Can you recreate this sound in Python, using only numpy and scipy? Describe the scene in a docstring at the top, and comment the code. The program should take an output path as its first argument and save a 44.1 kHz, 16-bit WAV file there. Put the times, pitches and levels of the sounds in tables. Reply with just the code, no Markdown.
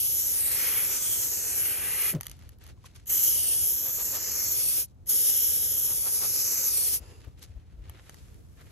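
"""An aerosol can sprays three strokes on a wooden board outdoors, close to a phone with two microphone ports.
Its jet is turbulent noise, coloured by the aim and by echoes; short noise puffs are paint spattering on wood.
Between and after the strokes the can ticks (struck resonances) and knocks (damped sines) in a gloved hand,
clothes rustle (grainy noise) and low thumps sound at the phone (low sagging cycles). Shaped noise makes the low
outdoor rumble and the draught at the ports."""
import sys
import numpy as np
from scipy import signal
from scipy.fft import rfft, irfft, next_fast_len
from scipy.io import wavfile

SR = 44100
rng = np.random.default_rng(int(sys.argv[2]) if len(sys.argv) > 2 else 0)


def to_wav(sig):
    """Store sig (one row per channel, or 1-D mono) as 16-bit WAV at the path in sys.argv[1].

    Samples outside -1..1 are clipped; the rate is SR.
    """
    pcm = np.clip(np.atleast_2d(sig), -1, 1) * 32767
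    pcm = np.round(pcm).astype(np.int16)
    wavfile.write(sys.argv[1], SR, pcm.T)  # frames by channels


N = 384111
T = np.arange(N) / SR  # time in seconds
SIZE = next_fast_len(N, real=True)
HZ = np.fft.rfftfreq(SIZE, 1 / SR)
FRAME = 512  # samples per short-time spectrum


def undb(db):
    """Logarithmic level: decibels to amplitude gain."""
    return np.exp(np.asarray(db) * (np.log(10) / 20))


def columns(table, at):
    """Linear interpolation: every further column of a table, read along its first."""
    first, *rest = np.transpose(table)
    return [np.interp(at, first, column) for column in rest]


def colour(points, hz=HZ):
    """Spectral envelope: gain from (hz, db) points joined along logarithmic frequency."""
    at, db = np.transpose(points)
    return undb(np.interp(np.log(hz + 1), np.log(at), db))


def bell(x, centre, width):
    """Gaussian curve of height 1; width is its standard deviation."""
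    return np.exp(-.5 * ((x - centre) / width) ** 2)


def near(s):
    """Time window: the samples within a tenth of a second of a moment."""
    return slice(int(s * SR) - SR // 10, int(s * SR) + SR // 10)


def white():
    """Uncorrelated noise: two flat-spectrum signals."""
    return rng.standard_normal((2, N), dtype=np.float32)


def filtered(x, gain):
    """Linear filtering: multiply the spectrum by a gain per frequency."""
    spectrum = rfft(x.astype(np.float32), SIZE)
    return irfft(spectrum * np.asarray(gain, np.complex64), SIZE)[..., :N]


def shape(x, gain):
    """Power normalization: filter, keeping the power of white noise."""
    return filtered(x, gain / np.sqrt(np.mean(abs(gain) ** 2)))


def resonances(table):
    """Modal superposition: summed response of (hz, width_hz, db) resonances."""
    response = 0
    for hz, width, db in table:
        response = response + undb(db) / (1 + 1j * (HZ ** 2 - hz ** 2) / (width * (HZ + 1)))
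    return response


def walk(rate, at=T):
    """Random modulation of spread near 1, taking a new value rate times a second."""
    steps = rng.standard_normal(N // 40)
    return 1.203 * np.interp(at * rate, np.arange(len(steps)), steps)


# nozzle presses: crack_s (valve cracks), full_s (press ends), lift_s (finger lifts), shut_s
STROKES = [(-.1, -.05, 2.095, 2.148), (3.058, 3.104, 4.808, 4.868), (5.06, 5.096, 6.956, 7.004)]
# the valve leaks a little before it opens: opening_share (0-1 of crack to full), flow (0-1)
STEM_FLOW = [(0, 0.05), (.15, 0), (.35, 0.19), (.7, .24), (1, 0.93)]


def valve(taper=1.54):
    """Flow control: a leak, then the jet, pinched off as the stem comes up."""
    flow = 0
    for crack, full, lift, shut in STROKES:
        press, = columns(STEM_FLOW, (T - crack) / (full - crack))
        release = np.clip((shut - T) / (shut - lift), 0, 1) ** taper
        flow = flow + press * (T > crack) * release
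    return flow


# hiss before aim and echo: frequency_hz, level_db_per_hz
JET_SPECTRUM = [(200, -81), (450, -70), (750, -76), (1200, -77), (2300, -78), (3000, -78), (3900, -86.5),
                (4900, -84), (6300, -77.5), (7800, -73.5), (9300, -70), (10700, -63), (11700, -58),
                (12500, -66), (13500, -73.5), (14300, -81), (15700, -94)]
# the jet as the hand draws each line: time_s, beam_db (in full from 11 kHz up), drumming_db (of the board),
# fan_db (of the spray), upper_db (level of the hiss near 9.3 kHz), dip_hz (between the beam's lobes)
AIM = [(0.02, 4, -13, -1.5, 0.5, 8000), (0.25, -2, -3, 5, 2, 10130), (0.45, 4.5, -1, -2.5, 8.5, 6630),
       (0.6, 4, 9, 3.5, -0.5, 7860), (0.8, 4.5, 10, -4, -2, 8180), (0.98, -9.5, 4, 10.5, 12, 10700),
       (1.1, -5, 0, 6, 12.5, 10840), (1.34, -2.5, -0.5, 6.5, 0, 10700), (1.52, -8, 4.5, 5.5, 12, 10500),
       (1.68, 5.5, 4, -4.5, -1.5, 7600), (1.82, -5.5, 8.5, -4, 6.5, 8510), (2.07, 5, 11, -3, -0.5, 8180),
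       (3.12, 5, 1, 1, -7, 10800), (3.28, 4.5, -3.5, 4.5, 0, 9400), (3.48, 1, -6, 3, 10.5, 7380),
       (3.68, 3, -8, 0, 1, 8930), (3.85, -0.5, -6, 0, -18.5, 9940), (4.05, 1.5, -5, 1.5, -15, 12100),
       (4.22, -2, 1.5, 8, -27, 12300), (4.43, 1, 2, 11.5, -27.5, 13930), (4.56, 2, -4.5, 1.5, -3, 8470),
       (4.68, 3.5, -6.5, 3, 7, 7570), (4.8, 4.5, -4.5, 1, -1, 8200), (5.1, 4, -5, 2, 2.5, 8700),
       (5.28, 4.5, -5.5, 3.5, 4, 8370), (5.43, 4, -5, 2.5, -7, 9240), (5.58, 4, -8.5, 0.5, -0.5, 8060),
       (5.77, 1, -6, 1, -4, 9230), (6.0, -0.5, -8, 0, 5.5, 8480), (6.23, 0, -4, 4, 4, 8520),
       (6.45, -1.5, 0, 9, 2, 9500), (6.62, 0, 2, 7, -7.5, 10860), (6.76, 2.5, -5.5, 4.5, 8.5, 7200),
       (6.94, 2.5, -4.5, 3, 4.0, 8080)]
# bands that follow drumming_db, fan_db and upper_db, in that order: centre_hz, width_hz
AIM_BANDS = [(2070, 910), (5500, 1250), (9300, 970)]
# lobes of the beam, which slide together as the can turns: frequency_ratio (to dip_hz), level_db
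BEAM_LOBES = [(0.2, -6), (0.29, -2.5), (0.36, 1.5), (0.43, 3.5), (0.51, 4), (0.59, 8.5), (0.68, 7),
              (0.78, 5), (0.89, -2), (1.0, -2), (1.12, 0.8), (1.25, 2.3), (1.45, -5), (1.7, -5.5)]
# the nozzle passes close, a hollow note swells between can and board: peak_s, swell_db, spread_s, pitch_hz
PASSES = [(0.039, 7.5, 0.068, 2580), (1.121, 12.5, 0.092, 3200), (2, 5, 0.13, 4250), (3.403, 9, 0.28, 2950),
          (4.68, 5.5, 0.064, 2730), (5.362, 8.8, 0.16, 2990), (5.806, 5, 0.16, 3080),
          (6.4, 1.5, 0.45, 4630), (6.859, 3, 0.085, 2765)]
# topmost treble of the hiss: time_s, level_db
AIR = [(.1, 3.5), (.4, 7), (.8, 3.5), (1.0, 21), (1.3, 11), (1.55, 9.5), (1.8, -6), (3.15, 4.5),
       (3.5, 15.5), (3.8, -26.5), (4.2, -17.5), (4.75, 8), (5.3, 2), (5.75, -16.5), (6.0, 8), (6.5, -1.5),
       (6.85, 12)]
AIR_HZ, AIR_WIDTH_HZ = 14800, 800
# band cancelled or reinforced by the board's echo as the can travels: time_s, centre_hz, level_db
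ECHO_BAND = [(.15, 3230, 7.5), (.5, 3030, -5.5), (.9, 2700, -1), (1.2, 2630, 1), (1.45, 3540, -3),
             (2.05, 3040, -2.5), (3.2, 3960, 1.5), (3.8, 4530, -6), (4.1, 3440, -3.5), (4.35, 3480, -5),
             (4.8, 3350, 2), (5.2, 4280, -1.5), (5.9, 4600, -7.5), (6.15, 3410, -4.5), (6.55, 3500, -8.5),
             (6.95, 3130, 0.5)]
BOARD_ECHO, ARM_ECHO = .26, .45  # depth of each comb


def echo_comb(hz, t, gap_s=0.000891, arm_gap_s=.0034, sway=0.208, bend_hz=700, scatter_hz=7500):
    """Comb interference: delayed echoes alternately reinforce and cancel the direct hiss along frequency."""
    # the gap to the board sways with the hand, so the comb glides
    board_delay_s = gap_s * np.exp(sway * walk(3, t))
    # the longer way round the arm adds a finer comb
    arm_delay_s = arm_gap_s * np.exp(sway * walk(1.4, t))
    ripple = BOARD_ECHO * np.cos(2 * np.pi * hz * board_delay_s)
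    ripple = ripple + ARM_ECHO * np.cos(2 * np.pi * hz * arm_delay_s)
    # the lows bend round the arm; rough wood scatters the highest part instead of mirroring it
    return 1 + ripple * hz / (hz + bend_hz) / (1 + (hz / scatter_hz) ** 4)


def jet(gain_db=0.07, hollow_width_hz=265, echo_width_hz=260, flutter_db=0.78):
    """Turbulence and directivity: broadband hiss whose colour follows the aim."""
    hz, t, noise = signal.stft(white(), SR, nperseg=FRAME)
    hz = hz[:, None]
    beam_db, *bands_db, dip_hz = columns(AIM, t)
    db = gain_db + beam_db * np.minimum(hz / 11000, 1)
    db = db + columns(BEAM_LOBES, hz / dip_hz)[0]
    for (centre, width), band_db in zip(AIM_BANDS, bands_db):
        db = db + band_db * bell(hz, centre, width)
    for s, swell_db, spread, hollow_hz in PASSES:
        db = db + swell_db * bell(t, s, spread) * bell(hz, hollow_hz, hollow_width_hz)
    db = db + columns(AIR, t)[0] * bell(hz, AIR_HZ, AIR_WIDTH_HZ)
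    echo_hz, echo_db = columns(ECHO_BAND, t)
    db = db + echo_db * bell(hz, echo_hz, echo_width_hz)
    spectra = noise * colour(JET_SPECTRUM, hz) * undb(db) * echo_comb(hz, t)
    hiss = signal.istft(spectra, SR, nperseg=FRAME)[1][:, :N]
    # sqrt(SR / 2) turns level per Hz into sample amplitude
    return hiss * np.sqrt(SR / 2) * valve() * undb(flutter_db * walk(50))


# the board's echo sets the ports against each other in a moving band: time_s, centre_hz, lag_rad
OPPOSED_BAND = [(0, 3220, 2.3), (.35, 2940, 2.8), (.7, 3060, 0.19), (1.1, 2950, 1.7), (1.45, 3480, 3.9),
                (1.8, 3600, .3), (3.1, 2570, 1.4), (3.6, 2650, 1.76), (4.2, 3260, 2.2), (4.8, 2895, 2.1),
                (5.2, 2660, 1.9), (5.9, 2840, 2.1), (6.5, 3070, 4.6), (6.95, 2880, 1.3)]


def opposed(pair, width_hz=260):
    """Phase opposition: an uneven echo turns one gliding band out of step between the ports."""
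    hz, t, spectra = signal.stft(pair, SR, nperseg=FRAME)
    centre, lag = columns(OPPOSED_BAND, t)
    turn = np.exp(.5j * lag * bell(hz[:, None], centre, width_hz))
    turned = spectra * np.array([turn, turn.conj()])
    return signal.istft(turned, SR, nperseg=FRAME)[1][:, :N]


# right port against left: frequency_hz, lag_rad, likeness (0-1), left_minus_right_db
PORTS = [(0, -1.5, 1, 0.5), (430, -0.12, 1, 1), (790, 3, 0.39, 7.5), (1295, 5.5, 0.82, -7),
         (1860, 6, 1, 1.5), (2210, 6, 1, -1), (2840, 7, 0.52, 1.5), (4190, 6.5, 0.59, 1),
         (5080, 10.5, 0.7, -3.5), (5500, 11.5, 0.17, 5.5), (6470, 12.5, 1, -2.5), (7330, 14, 0.05, -0.5),
         (8810, 16.5, 1, 1.5), (9620, 16.5, 0.86, -4), (9870, 15.5, 1, 3.5), (11816, 17.5, 0.95, -1),
         (12800, 19.5, 1, 0)]


def ports(sound, scatter=0, scatter_hz=1400):
    """Spatial coherence: the ports share part of a sound, with a lag and balance that vary with frequency."""
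    lag, likeness, balance_db = columns(PORTS, HZ)
    # scattered treble is less alike at the two ports
    direct = 1 - np.clip(scatter, 0, 1) * HZ ** 2 / (HZ ** 2 + scatter_hz ** 2)
    likeness = np.clip(likeness, 0, 1) * direct
    side = np.array([[1], [-1]])
    gain = undb(side * balance_db * direct / 2)
    port = np.exp(.5j * side * lag) * gain / np.sqrt(np.mean(gain ** 2, axis=0))
    shared, apart = sound
    in_common = filtered(shared, port * np.sqrt((1 + likeness) / 2))
    difference = filtered(apart, port * side * np.sqrt((1 - likeness) / 2))
    return in_common + difference


# outdoor background: frequency_hz, level_db_per_hz
OUTDOORS = [(22, -110), (36, -81), (55, -71), (85, -69), (120, -74), (200, -86.5), (450, -102), (800, -100),
            (2000, -117), (6000, -120), (12000, -122), (15000, -135)]


def outdoors(swell_db=1):
    """Ambient noise: a low, heaving rumble of the surroundings."""
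    return filtered(white(), colour(OUTDOORS)) * np.sqrt(SR / 2) * undb(swell_db * walk(7.4))


# colour of the gusts: frequency_hz, relative_db
EDDIES = [(20, -42.5), (37, -6), (60, -1), (100, -9), (170, -19), (320, -16), (500, -22), (1500, -52.5)]
DRAUGHT_DB, SWING_DB = -62.5, -56  # before and after the phone swings back
SWING_S, SWING_RISE_S = 7.6, 0.79


def draught(gust_db=3.1):
    """Flow noise: soft gusts, uncorrelated left and right, that rise as the phone swings back."""
    swing = np.clip((T - SWING_S) / SWING_RISE_S, 0, 1)
    level_db = DRAUGHT_DB + swing * (SWING_DB - DRAUGHT_DB)
    return shape(white(), colour(EDDIES)) * undb(level_db + gust_db * walk(24))


RUB_RELEASE_RATIO = 1.4  # decay spread over build-up spread


def rub(s, spread):
    """Asymmetric envelope: a slide of cloth or glove builds up and dies away more slowly."""
    return bell(T, s, np.where(T < s, spread, spread * RUB_RELEASE_RATIO))


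# glove and sleeve rub as the arm moves: peak_s, spread_s, level_db (before gain_db),
# dullness_db (lows against highs)
RUBS = [(2.283, 0.043, -56, 1.5), (2.434, 0.031, -64.5, 6.5), (2.517, 0.017, -63.5, 4),
        (2.63, 0.014, -54.5, 4.5), (2.689, 0.018, -58.5, 4), (2.862, 0.0065, -48, -1),
        (2.877, 0.065, -66.5, 3), (2.962, 0.0053, -51, -2.5), (3.001, 0.026, -63.5, 1),
        (4.878, 0.016, -64, -23), (7.07, 0.1, -60.5, 4.5), (7.247, 0.0077, -65, 12),
        (7.39, 0.017, -61.5, 2.5), (7.432, 0.0082, -43.5, -7.5), (7.47, .03, -70, 0),
        (7.611, 0.09, -74.5, 11.5), (7.882, 0.034, -64, 12), (7.977, 0.028, -70, 18),
        (8.085, 0.029, -62, 7), (8.185, 0.027, -57.5, -2.5), (8.302, 0.037, -68, 5.5),
        (8.6, 0.016, -61.5, 12.5), (8.677, 0.022, -65.5, 10)]
# colour of cloth and rubber: frequency_hz, relative_db
CLOTH = [(150, -12.5), (300, 7.5), (500, 6), (1000, 2), (2200, 3.5), (4000, 3.5), (6300, 2), (9000, -2),
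         (11700, -0.5), (12800, -24), (15000, -33)]
IDLE_DB, IDLE_DULL_DB = -79.5, -1  # the sleeve of an arm held still, before gain_db


def rustle(gain_db=-4, grain_db=2.0, catch_db=2.0, snags_per_s=110, snag_db=10):
    """Stick-slip friction: cloth and rubber slide in small catches and snags; each rub has its own dullness."""
    high_level, low_level = undb(IDLE_DB), undb(IDLE_DB + IDLE_DULL_DB)
    for s, spread, db, dull_db in RUBS:
        slide = undb(db) * rub(s, spread)
        high_level = high_level + slide
        low_level = low_level + undb(dull_db) * slide
    snags = (rng.random(N) < snags_per_s / SR) * rng.exponential(size=N)
    fibres = shape(white() * (1 + undb(snag_db) * snags), colour(CLOTH))
    low = filtered(fibres, 1 / (1 + (HZ / 3200) ** 4))
    high = fibres - low
    catches = undb(gain_db + grain_db * walk(620) + catch_db * walk(60))
    return (high_level * high + low_level * low) * catches


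# ticks of the can and its cap: start_s, level_db (before trim_db), low_knock_db (weight of the lows)
TICKS = [(2.1375, -33.5, 8.5), (2.15, -30, 0.5), (2.2036, -38.5, 10.5), (2.21, -20.5, 0),
         (2.2185, -38.5, -4), (2.2322, -25.5, -6), (2.2402, -39, -8), (2.2452, -40, -8),
         (2.2556, -36.5, -13), (2.2602, -33.5, -5), (2.2676, -19.5, -14), (2.2825, -34.5, -12),
         (2.2972, -28.5, -12), (2.3146, -27.5, -18.5), (2.3674, -48, -1), (2.391, -44.5, -1),
         (2.4242, -49, 2), (2.436, -49, 8.5), (2.4918, -36.5, -9), (2.519, -55, -8), (2.5862, -49, -4.5),
         (2.6395, -42, -2.5), (2.6658, -37.5, 3), (2.6765, -40.5, -2), (2.691, -44, 3), (2.8405, -47, 5),
         (2.862, -37, -0.5), (2.9482, -54, -3), (2.9625, -40.5, -4.5), (4.947, -64, -15),
         (7.2485, -47.5, 13), (7.394, -45.5, -8), (7.4282, -32.5, -13), (7.438, -37.5, -10.5),
         (7.8966, -31.5, 0), (8.0954, -32, 7), (8.144, -37.5, -4.5), (8.344, -48.5, -5.5),
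         (8.599, -49, 7.5), (8.612, -49, 6), (8.645, -52, 0.5)]
# what the can rings with: pitch_hz, width_hz, level_db
CAN_MODES = [(883, 120, 1.5), (1190, 240, -2.5), (1840, 240, -2), (3040, 280, -2.5), (4670, 330, -5.5),
             (6170, 430, -1.5), (9670, 330, 0), (11650, 900, 4)]
# the stem clicks as the valve cracks
STEM_CLICK_DB, STEM_KNOCK_DB, STEM_CLICK_S = -42, -14, 0.0043


def contacts():
    """Impact sequence: the ticks, and the click of each press that begins within the scene."""
    clicks = []
    for crack, *_ in STROKES:
        if crack > 0:
            clicks.append((crack + STEM_CLICK_S, STEM_CLICK_DB, STEM_KNOCK_DB))
    return [*TICKS, *clicks]


def ticks(tail_s=0.01, tail_db=-26, dry_db=-15, trim_db=-5.5, soft_hz=12400):
    """Impact excitation: a hard strike and brief scrape ring the can, with a faint tail off the board."""
    ring = undb(dry_db) + resonances(CAN_MODES)
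    force, low_force = np.zeros((2, 2, N))
    age = T[:SR // 30]
    contact_s, strike = .0011, 3.6
    fade = np.exp(-age / contact_s) + undb(tail_db) * np.exp(-age / tail_s)
    for s, db, low_db in contacts():
        span = slice(int(s * SR), int(s * SR) + len(age))
        push = fade * rng.standard_normal((2, len(age)))
        push[0, 0] += strike
        force[:, span] += undb(db) * push
        low_force[:, span] += undb(db + low_db) * push
    low = 1 / (1 + (HZ / 1500) ** 4)
    contact = filtered(force, 1 - low) + filtered(low_force, low)
    return undb(trim_db) * shape(contact, ring / (1 + (HZ / soft_hz) ** 30))


# low thumps at the phone: peak_s, level_db, pitch_hz (at the peak), spread_s, scuff_db, left_minus_right_db
BUMPS = [(2.154, -22.5, 162, 0.0092, -13, 1.5), (2.187, -35.5, 135, 0.0053, -13, 2),
         (7.02, -39.5, 70, 0.009, -15, 6), (7.279, -34, 80, 0.0048, -20, 7),
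         (7.455, -49, 90, .007, -27, 14), (7.503, -39.5, 81, 0.0055, -35, 8),
         (7.57, -35, 62, 0.0076, -25.5, 8), (7.746, -41, 64, 0.0062, -30, 6),
         (7.798, -38, 48.6, 0.015, -27, 5), (7.897, -36.5, 75, 0.0063, -38, 2)]
# colour of the scuff: frequency_hz, relative_db
SCUFF = [(100, -2), (250, 1), (430, -2.5), (600, -4), (800, -15), (2000, -24), (6000, -33.5)]
BUMP_RELEASE_RATIO = 1.36  # decay spread over build-up spread
BUMP_SAG = .1  # share of the pitch lost per spread_s


def bumps(scuff_lead_s=0.0014):
    """Low-frequency transients: thumps of low sagging cycles, each with a brief scuff and louder at one port."""
    sound, skin = np.zeros((2, N)), shape(white()[0], colour(SCUFF))
    for s, db, hz, spread, scuff_db, pan_db in BUMPS:
        age = T[near(s)] - s
        release = spread * BUMP_RELEASE_RATIO
        swell = bell(age, 0, np.where(age < 0, spread, release))
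        cycles = hz * age * (1 - BUMP_SAG * age / spread / 2)
        thud = swell * np.cos(2 * np.pi * cycles)
        scuff = undb(scuff_db) * bell(age, -scuff_lead_s, release) * skin[near(s)]
        port_gain = undb(db + np.array([[pan_db], [-pan_db]]) / 2)
        sound[:, near(s)] += port_gain * (thud + scuff)
    return sound


# hollow knocks of the can in the palm: start_s, level_db
KNOCKS = [(2.776, -58), (2.844, -43.5)]
KNOCK_HZ = 1054


def knocks(ring_s=0.0035):
    """Damped oscillation: the gloved palm stops a note of the can within a few cycles."""
    sound = np.zeros(N)
    for s, db in KNOCKS:
        age = np.maximum(T[near(s)] - s, 0)
        sound[near(s)] += undb(db) * np.exp(-age / ring_s) * np.sin(2 * np.pi * KNOCK_HZ * age)
    return sound


# the jet flutters on rough spots of the board: peak_s, level_db
SPATTERS = [(3.875, -47.5), (4.003, -43.5), (4.157, -39.5), (5.91, -46.5), (6.072, -42.5), (6.239, -39.5)]
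# colour of the puffs: frequency_hz, relative_db
SPATTER_COLOUR = [(300, -3.5), (700, 2.5), (1100, 3), (1500, -5), (2200, -8), (4500, -5), (8000, -19.5)]
SPATTER_SPREAD_S = 0.02


def spatter():
    """Jet impingement: short noise puffs where the jet breaks up on the wood."""
    puffs = np.zeros(N)
    for s, db in SPATTERS:
        puffs[near(s)] += undb(db) * bell(T[near(s)], s, SPATTER_SPREAD_S)
    return shape(white(), colour(SPATTER_COLOUR)) * puffs


# hollow resonances under the sliding glove: pitch_hz, width_hz, level_db
GRIP_MODES = [(444, 130, 10.5), (860, 130, 3), (1740, 140, -8), (2660, 170, -1), (4850, 380, -2),
              (6750, 700, -6), (10900, 900, -3)]
GRIP_S, GRIP_SPREAD_S, GRIP_DB = 7.075, 0.072, -56


def grip(soft_hz=11800):
    """Frictional excitation: after the last stroke the glove slides over the can with a hollow brush."""
    brush = shape(white(), resonances(GRIP_MODES) / (1 + (HZ / soft_hz) ** 20))
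    return brush * undb(GRIP_DB) * rub(GRIP_S, GRIP_SPREAD_S)


# the holding arm's sleeve slides past the phone as it draws back: time_s, level_db
SLEEVE = [(7.82, -92), (7.9, -73), (8.05, -62.5), (8.25, -64.5), (8.48, -69), (8.7, -63)]
# colour of the sleeve: frequency_hz, relative_db
SLEEVE_COLOUR = [(270, 7), (600, -3), (1400, 1.5), (4000, -4), (7000, -1.5), (9500, -5), (12000, 2),
                 (12900, -25), (15000, -46)]


def sleeve(grain_db=1.5):
    """Near-field friction: a fine, even brushing so close that each port hears its own."""
    level_db, = columns(SLEEVE, T)
    return shape(white(), colour(SLEEVE_COLOUR)) * undb(level_db + grain_db * walk(500))


HANDLING_SCATTER = 0.54  # share of treble arriving by way of board and body, in the high limit


def scene():
    """Superposition: most sounds pass through the port model; the others are already one or two port signals."""
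    spray = opposed(ports(jet()))
    scattered = ports(outdoors() + rustle() + ticks() + spatter() + grip(), HANDLING_SCATTER)
    return spray + scattered + draught() + bumps() + knocks() + sleeve()


TOP_HZ = 15700


def record(dry):
    """Band limitation: the phone cuts the top with a steep elliptic low-pass filter."""
    low_pass = signal.ellip(10, .2, 80, TOP_HZ, fs=SR, output="sos")
    return signal.sosfilt(low_pass, dry)


dry = scene()
out = record(dry)
to_wav(out)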